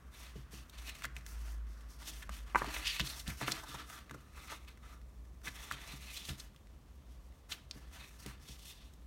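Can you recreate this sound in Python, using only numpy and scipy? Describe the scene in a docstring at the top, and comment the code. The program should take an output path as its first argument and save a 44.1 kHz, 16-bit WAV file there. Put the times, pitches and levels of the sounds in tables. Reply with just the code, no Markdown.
"""Folding a paperboard wrapper

Close on a wooden desk in a quiet room, one small microphone. Fingers and stiff card slide with a gritty
rustle, creases snap and crunch, the card flips open with a dull pop and presses thud on the desk.
Behind the hands: a low electrical hum, faint air and, early on, a deep drone that slowly sinks."""
import sys
import numpy as np
from scipy import signal
from scipy.fft import rfft, irfft, next_fast_len
from scipy.io import wavfile
from scipy.ndimage import uniform_filter1d

SR = 44100
rng = np.random.default_rng(int(sys.argv[2]) if len(sys.argv) > 2 else 0)


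def store_pcm(level_fs):
    """Save levels as 16-bit WAV."""
    pcm = np.round(np.clip(level_fs, -1, 1) * 32767).astype(np.int16)
    wavfile.write(sys.argv[1], SR, np.atleast_2d(pcm).T)


N = 399546
TIME = np.arange(N) / SR

# room tone, the still air: f/Hz, relative density/dB
AIR_SPECTRUM = [(15, -70.5), (25, -42.5), (42, -4), (64, -2.5), (75, -7.5), (101, -18.5), (140, -18.5),
                (227, -20), (297, -24.5), (378, -28), (684, -31.5), (826, -35), (1170, -32.5), (1380, -41),
                (15500, -53)]
# electrical hum: f/Hz, level/dB
HUM_LINES = [(59.6, -58), (134.6, -72)]
# faint rush in the distance: f/Hz, width/Hz, gain/dB
RUSH_RESONANCES = [(1050, 220, 0), (1560, 800, -2)]
# the desk rocking, its top ringing, card slapping on it: f/Hz, width/Hz, gain/dB
ROCKING_MODES = [(67.4, 14, 0)]
DESKTOP_MODES = [(132, 13, 2.5), (203, 32, -8)]
CARD_SLAP_MODES = [(292.5, 47, -1.5), (327.4, 13, 1), (410, 110, -7.5)]
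# landings on the desk: t/s, strength/dB, weight/dB (high for the flesh of a hand, low for bare card)
DESK_PRESSES = [(0.356, -48, 1.5), (0.532, -54, -1), (1.055, -55, 2), (1.17, -56, 10), (2.29, -57.5, 13),
                (2.55, -49.5, -8), (2.616, -50, -14), (2.671, -52.5, -14), (3.002, -40.5, 6.5),
                (3.277, -43.5, 9.5), (3.301, -50.5, 14), (3.414, -42.5, -1), (3.478, -47.5, -9),
                (3.521, -52, -5), (3.688, -55.5, 8), (3.743, -53, 8), (4.108, -56, -8.5),
                (4.144, -56.5, -9), (5.472, -54, 3), (5.718, -54, 9), (5.929, -52, -1), (6.286, -46, 6),
                (6.306, -48.5, 14), (7.755, -54, -2), (8.259, -48, -2), (8.489, -54.5, 5)]
# the sheet bending under friction: f/Hz, width/Hz, gain/dB
SHEET_MODES = [(714, 690, -3.5), (1180, 255, 2.5), (1700, 1300, -0.5)]
# hiss of the fibres: f/Hz, relative density/dB
FIBRE_SPECTRUM = [(3000, -32.5), (4700, -1), (5800, -0.5), (7500, -9), (9500, -6.5), (12000, -9),
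                  (16000, -15.5)]
# creases snapping and edges striking: t/s, ring/dB, panel pitch/Hz, crack/dB
CREASE_SNAPS = [(0.6964, -59, 3350, -54.5), (1.0217, -46.5, 1710, -54), (1.045, -36, 1360, -61),
                (1.0522, -40, 1860, -43.5), (1.1655, -44.5, 2230, -52), (1.2641, -51, 1860, -49),
                (2.293, -42, 1360, -52.5), (2.548, -26.5, 1150, -62), (2.557, -20, 1185, -48),
                (2.619, -31, 1100, -68), (2.6444, -39.5, 990, -50.5), (2.9972, -32, 2430, -40.5),
                (3.0033, -30.5, 3070, -58), (3.0125, -39, 3880, -50), (3.2684, -51, 2860, -61),
                (3.2779, -42, 3900, -46.5), (3.413, -40, 1190, -54), (3.4813, -32.5, 1230, -63),
                (3.5196, -30, 4950, -38.5), (4.096, -52, 2020, -62), (4.1106, -45.5, 1320, -53),
                (4.774, -62, 1800, -68), (5.015, -67, 1700, -70), (5.7125, -34, 1370, -48.5),
                (5.7218, -43.5, 3360, -45), (6.2526, -47.5, 3310, -52), (6.562, -60.5, 3050, -66),
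                (7.5218, -43.5, 3580, -48), (7.7112, -39, 4700, -61), (8.2625, -49.5, 2450, -47),
                (8.937, -73, 3000, -63)]
# creases yielding and edges dragging: peak t/s, ring/dB, panel pitch/Hz, crack/dB
CREASE_CRUNCHES = [(0.785, -52, 3140, -56), (0.895, -44, 2340, -47), (0.953, -54, 2220, -54.5),
                   (1.041, -45, 2360, -46), (2.02, -55, 1090, -64), (2.227, -47.5, 1900, -53.5),
                   (2.766, -38.5, 1850, -60), (2.965, -43.5, 2230, -57), (3.072, -40.5, 4050, -63),
                   (3.199, -47.5, 3000, -46), (3.303, -44.5, 2020, -47.5), (3.414, -43, 970, -52),
                   (3.478, -38.5, 2360, -44.5), (3.517, -39, 3960, -55), (3.638, -45.5, 940, -53.5),
                   (3.746, -44, 1020, -51), (4.146, -49.5, 1360, -58.5), (4.377, -51.5, 1290, -64),
                   (4.524, -43.5, 935, -61), (4.684, -55, 2330, -60), (5.475, -39.5, 1900, -63),
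                   (5.482, -47, 2130, -51), (6.174, -42, 3860, -49), (6.292, -43, 2830, -48.5),
                   (6.4, -44, 4750, -52.5), (7.521, -38, 3500, -55), (7.529, -45.5, 2780, -49.5)]
# strokes of fingers and card; the span of card left free sets the pitch:
# t/s, length/s, scrape/dB, flexing/dB, hiss/dB, scrape pitch/Hz
HAND_STROKES = [(0.107, .19, -58, -64, -62, 2200), (0.328, 0.078, -66, -75, -68.5, 3200),
                (0.503, 0.097, -59, -65, -59, 3000), (0.713, .32, -59, -64, -63.5, 2400),
                (0.849, 0.042, -50, -62, -54, 2400), (1.14, 0.044, -64, -63, -60.5, 2500),
                (1.241, 0.28, -65.5, -65, -63.5, 3000), (1.661, 0.18, -78, -74, -68.5, 3400),
                (1.875, 0.079, -73, -75, -63.5, 3400), (1.971, 0.23, -61, -64, -59.5, 3200),
                (2.049, 0.051, -49, -60, -47.5, 3500), (2.292, 0.092, -57, -63.5, -58.5, 3000),
                (2.442, 0.086, -64.5, -63.5, -67, 3000), (2.544, 0.21, -49.5, -51, -55, 3000),
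                (2.718, 0.12, -47, -52.5, -56, 2365), (2.839, 0.066, -34, -66, -46.5, 3000),
                (2.898, 0.1, -43.5, -59, -52.5, 2280), (3.018, .11, -49.5, -54.5, -49.5, 4400),
                (3.126, 0.07, -56, -57.5, -52.5, 4000), (3.249, 0.05, -54, -51.5, -52.5, 2990),
                (3.34, 0.1, -58.5, -61.5, -58, 3000), (3.398, 0.027, -39.5, -41.5, -56, 2174),
                (3.452, 0.13, -50.5, -49.5, -52, 3230), (3.648, 0.17, -53.5, -53.5, -57.5, 3430),
                (3.863, 0.13, -59, -57, -62, 3300), (4.03, 0.31, -72, -70, -74.5, 2500),
                (4.332, 0.23, -58, -61.5, -63, 2350), (4.481, 0.04, -46, -51.5, -53, 2350),
                (4.661, 0.036, -59, -65, -66, 2250), (4.808, .13, -65, -63.5, -70, 2200),
                (5.43, 0.043, -47.5, -51.5, -50, 2100), (5.527, 0.31, -51.5, -57.5, -59.5, 2030),
                (5.842, 0.13, -52, -58.5, -56, 2240), (5.988, 0.29, -53.5, -65, -59.5, 2385),
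                (6.122, 0.073, -50, -70, -53.5, 3500), (6.27, 0.033, -51, -54, -51, 3400),
                (6.352, .1, -66, -67, -65, 3400), (7.483, 0.044, -54, -55.5, -54.5, 3440),
                (7.08, 0.076, -75, -84, -73, 3200), (7.713, .17, -69, -67.5, -70.5, 3000),
                (7.91, 0.055, -57, -60, -60, 3500), (7.977, 0.084, -55, -62, -62, 2260),
                (8.09, 0.14, -66.5, -71, -68, 2260), (8.178, 0.047, -64, -65.5, -57.5, 3430),
                (8.235, 0.063, -53, -55, -58.5, 2270), (8.394, .07, -68, -73, -64.5, 3500),
                (8.454, 0.079, -55.5, -70, -54.5, 3500), (8.564, .19, -62.5, -74, -63.5, 3600),
                (8.643, 0.072, -55, -70, -57, 3600), (8.78, 0.088, -64, -73, -68, 3600)]
# narrow dips in the microphone's response: f/Hz, width/Hz, depth/0-1
MIC_DIPS = [(4920, 380, 0.4), (10380, 790, .45)]


def from_db(db):
    """Decibels to gain."""
    return 10 ** (np.asarray(db) / 20)


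def rms_one(x):
    """Scale to unit power."""
    return x / np.sqrt(np.mean(x ** 2) + 1e-20)


def struck(x, span_s):
    """Scale a blow so that its energy equals unit power over span_s."""
    return x / np.sqrt(np.sum(x ** 2) / (span_s * SR) + 1e-20)


def decay(t, t60):
    """An envelope that falls 60 dB in t60 seconds."""
    return from_db(-60 * t / t60)


def drift(rate):
    """Random wander with about `rate` turns a second, spread 1."""
    knots = rng.standard_normal(N // 20)
    return rms_one(np.interp(TIME * rate, np.arange(len(knots)), knots))


def add(out, s, sound):
    """Mix a sound in at s seconds."""
    i = max(0, round(s * SR))
    out[i:i + len(sound)] += sound[:N - i]


def cut(x, hz, kind, order=2):
    """Causal high- or low-pass."""
    return signal.sosfilt(signal.butter(order, hz, kind, fs=SR, output="sos"), x)


def resonator(hz, width_hz):
    """Coefficients of one resonance, gain 1 at its peak."""
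    r = np.exp(-np.pi * width_hz / SR)
    return np.array([1, 0, -1]) * (1 - r * r) / 2, [1, -2 * r * np.cos(2 * np.pi * hz / SR), r * r]


def resonate(x, hz, width_hz):
    """Ring one fixed resonance."""
    return signal.lfilter(*resonator(hz, width_hz), x + 1e-18)


def glide(x, hz, width_share):
    """A resonance whose centre follows a curve, block by block."""
    out, state = np.zeros(N), np.zeros(2)
    for i in range(0, N, 128):
        block = slice(i, i + 128)
        out[block], state = signal.lfilter(*resonator(hz[i], width_share * hz[i]), x[block], zi=state)
    return out


def body(x, modes):
    """Resonances in parallel, signs alternating."""
    return sum((-1) ** k * from_db(db) * resonate(x, hz, width) for k, (hz, width, db) in enumerate(modes))


def colour(x, spectrum):
    """Give a steady texture a smooth spectrum."""
    hz, db = np.transpose(spectrum)
    size = next_fast_len(N)
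    bins_hz = np.maximum(np.arange(size // 2 + 1) * SR / size, 1)
    gain = from_db(np.interp(np.log(bins_hz), np.log(hz), db))
    return irfft(rfft(x, size) * gain, size)[:N]


def tone(hz, db, waver_db=2.5, sway_rad=0.41):
    """A low line that wavers a little in level and phase."""
    phase = 2 * np.pi * np.cumsum(hz * np.ones(N)) / SR + sway_rad * drift(4)
    return np.sqrt(2) * from_db(db - waver_db * drift(2.5)) * np.sin(phase)


def room_tone(air_db=-56.5):
    """The quiet room itself: faint air and electrical hum."""
    air = from_db(air_db) * rms_one(colour(rng.standard_normal(N), AIR_SPECTRUM))
    return air + sum(tone(hz, db) for hz, db in HUM_LINES)


def drone(start_s=0.59, rise_s=0.31, end_s=3.5, fall_s=0.72, start_hz=56.2, sag_hz_per_s2=1.3):
    """A deep line swells, throbs and sinks; a distant rush, there from the outset, fades with it."""
    age = np.maximum(TIME - start_s, 0)
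    rise = np.minimum(age / rise_s, 1)
    fall = np.clip((end_s - TIME) / fall_s, 0, 1)
    level_db = -50 + 3 * np.cos(2 * np.pi * (TIME - 2.38) / 0.9)   # one throb every 0.9 s
    line = rise * tone(start_hz - sag_hz_per_s2 * age ** 2, level_db)
    rush = cut(body(rng.standard_normal(N), RUSH_RESONANCES), 3000, "low")
    return fall * (line + from_db(-69.5) * rms_one(rush))


def reflections(x, early_db=-9, early_t60=0.031, room_db=-12, room_t60=0.37, wall_cut_hz=4200):
    """The desk and near things answer within milliseconds, then the small room rings on faintly."""
    t = TIME[:SR // 2]
    near, far = rng.standard_normal((2, len(t)))
    near = from_db(early_db) * struck(near * decay(t, early_t60) * (t > .001), 1 / SR)
    far = from_db(room_db) * struck(far * decay(t, room_t60) * (t > .006), 1 / SR)
    return signal.fftconvolve(x, cut(near + far, wall_cut_hz, "low", order=1))[:N]


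def presses(contact_t60=0.12, scuff=0.058):
    """A soft, scuffing contact rocks the desk, rings its top and slaps the card against it."""
    out, t = np.zeros(N), TIME[:SR // 3]
    for s, strength_db, weight_db in DESK_PRESSES:
        scuffing = scuff * rng.standard_normal(len(t)) * decay(t, contact_t60)
        force = cut((t == 0) + scuffing, 600, "low")
        # a heavy, soft hand rocks the desk more and damps the slap
        rocking_db, slap_db = -7.5 + weight_db, -6.5 - 0.7 * weight_db
        for modes, db in ((ROCKING_MODES, rocking_db), (DESKTOP_MODES, 0), (CARD_SLAP_MODES, slap_db)):
            top_hz = modes[-1][0]
            thud = cut(body(force, modes), 1.6 * top_hz, "low")
            add(out, s, from_db(strength_db + db) * struck(thud, 0.031))
    return out


def panel(push, hz, width_share=0.35, overtone_db=-9, direct_db=-19):
    """A flexed panel of card: one low mode and a broad cluster above it."""
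    ring = resonate(push, hz, width_share * hz) + from_db(overtone_db) * resonate(push, 1.98 * hz, hz)
    return cut(ring + from_db(direct_db) * push, min(1.7 * hz, 7500), "low", order=6)


def crack(push):
    """Breaking fibres sound in the treble only."""
    return cut(cut(push, 4300, "high"), 4990, "low", order=1)


def snap(ring_db, hz, crack_db, wave_t60=0.023, crack_t60=0.025):
    """A panel buckles in an instant: it rings, bending waves die away and a volley of fibres cracks."""
    t = TIME[:SR // 12]
    waves, fibres = rng.standard_normal((2, len(t)))
    kick = struck(1. * (t == 0), .004)
    push = kick + 0.86 * struck(waves * decay(t, wave_t60), .004)
    volley = .4 * kick + struck(fibres * decay(t, crack_t60), .004)
    ring = from_db(ring_db) * struck(panel(push, hz), .0045)
    return ring + from_db(crack_db) * struck(crack(volley), .006)


def ticks(count=60, tick_db=-67, range_db=6, lowest_hz=1200, settle_s=0.29):
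    """After a stroke the strained folds settle in tiny ticks, ever more rarely."""
    out = np.zeros(N)
    for which, wait, strength, octaves in rng.random((count, 4)):
        s, length_s, *_ = HAND_STROKES[int(which * len(HAND_STROKES))]
        when = s + length_s - settle_s * np.log(1 - wait)
        db = tick_db + range_db * (strength - .5)
        if when < TIME[-1]:
            add(out, when, snap(db, lowest_hz * 2 ** octaves, crack_db=db - 5))
    return out


def crunches(rise_s=0.0045, fall_s=0.0065, grit_db=1.0, crack_trim_db=-1):
    """A run of tiny fractures swells to a peak and dies away, driving the panel."""
    out, t = np.zeros(N), TIME[:SR // 10] - 1 / 20
    swell = np.exp(np.minimum(t / rise_s, -t / fall_s))
    for s, ring_db, hz, crack_db in CREASE_CRUNCHES:
        size, sign = rng.standard_normal((2, len(t)))
        push = swell * np.sign(sign) * from_db(grit_db * size)
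        ring = from_db(ring_db) * struck(panel(push, hz), .007)
        fibres = from_db(crack_db + crack_trim_db) * struck(crack(push), .009)
        add(out, s + t[0], ring + fibres)
    return out


def snaps(crack_trim_db=-1):
    """Creases buckle and edges strike, clear and close."""
    out = np.zeros(N)
    for s, ring_db, hz, crack_db in CREASE_SNAPS:
        add(out, s, snap(ring_db, hz, crack_db + crack_trim_db))
    return out


def stroke_levels(attack_s=0.032, swell_db=1.5, release_db_per_s=245.5, resting_db=-79.5):
    """Scrape, flexing and hiss in dB: each stroke gathers speed, swells and dies; overlaps add in power."""
    power = np.full((3, N), from_db(resting_db) ** 2)   # fingers that only hold the card
    t = TIME[:SR]
    for s, length_s, *levels_db, _ in HAND_STROKES:
        swell = swell_db * (np.sin(np.pi * np.minimum(t / length_s, 1)) - 1 / 2)
        release = release_db_per_s * np.maximum(t - length_s, 0)
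        envelope = np.minimum(t / attack_s, 1) * from_db(swell - release)
        for layer, db in zip(power, levels_db):
            add(layer, s, (from_db(db) * envelope) ** 2)
    return 10 * np.log10(power)


def friction(per_s, spread_db):
    """Fibres catch and let go: clicks of uneven size over a smooth bed of tiny ones."""
    sizes = from_db(spread_db * np.minimum(rng.exponential(1, N), 4)) * rng.choice([-1, 1], N)
    catches = sizes * (rng.random(N) < per_s / SR)
    return rms_one(catches) + rng.standard_normal(N)


def cupped_hand(x, from_s=3.58, until_s=5.0, hz=1220, width_hz=160, ring_db=5):
    """A hand cupped over the fold adds a hollow ring for as long as it stays."""
    covered = uniform_filter1d(1. * ((TIME > from_s) & (TIME < until_s)), SR // 20)
    hollow = rms_one(x + from_db(ring_db) * resonate(x, hz, width_hz))
    return covered * hollow + (1 - covered) * rms_one(x)


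def surface_scrape(slips, upper_ratio=1.596, upper_db=-2.5, base_db=-1.5):
    """Two wandering resonances on a broad base glide from the pitch of one stroke to that of the next."""
    middles = sorted((s + length_s / 2, hz) for s, length_s, *_, hz in HAND_STROKES)
    pitch = np.interp(TIME, *np.transpose(middles))
    focus_hz = pitch * from_db(.4 * drift(25))
    focus = glide(slips, focus_hz, width_share=0.22)
    upper = from_db(upper_db) * glide(slips, upper_ratio * focus_hz, width_share=0.15)
    base = from_db(base_db) * glide(slips, .88 * pitch, width_share=1)
    return cut(cut(focus + upper + base, 1700, "high"), 6220, "low", order=4)


def fibre_hiss(slips, sheen_db=2.5):
    """The contact angle shifts, so the hiss turns now duller, now brighter."""
    hiss = colour(slips, FIBRE_SPECTRUM)
    sheen = cut(hiss, 6100, "high", order=1)
    return hiss + sheen * (from_db(sheen_db * drift(22)) - 1)


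def rubbing(judder_db=1.5, grain_db=1.03):
    """Slips drive the sheet's bending, its surface and its fibres; the hand judders on all three."""
    scrape_db, flex_db, hiss_db = stroke_levels()
    judder = from_db(judder_db * drift(90))
    coarse = friction(per_s=700, spread_db=2.0) * judder
    fine = friction(per_s=5000, spread_db=3.0) * judder
    bending = cut(cut(body(coarse, SHEET_MODES), 470, "high"), 1900, "low", order=4)
    # the harder the sheet is flexed, the more it grumbles against the desk
    grumble = cut(body(coarse, CARD_SLAP_MODES), 700, "low")
    layers = ((grumble, flex_db - 8), (cupped_hand(bending), flex_db),
              (surface_scrape(coarse + fine), scrape_db - 2), (fibre_hiss(fine), hiss_db + 1))
    return sum(from_db(db + grain_db * drift(60)) * rms_one(sound) for sound, db in layers)


def scene():
    """The handwork close to the microphone, the room behind it, in mono."""
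    card = rubbing() + snaps() + crunches() + ticks()
    return (card + reflections(card) + presses() + room_tone() + drone())[None]


def record(dry):
    """A small microphone with two dips in the treble and a steep cut above 15.9 kHz."""
    for hz, width_hz, depth in MIC_DIPS:
        dry = dry - depth * resonate(dry, hz, width_hz)
    return signal.sosfilt(signal.ellip(10, .2, 70, 15900, fs=SR, output="sos"), dry)


dry = scene()
out = record(dry)
store_pcm(out)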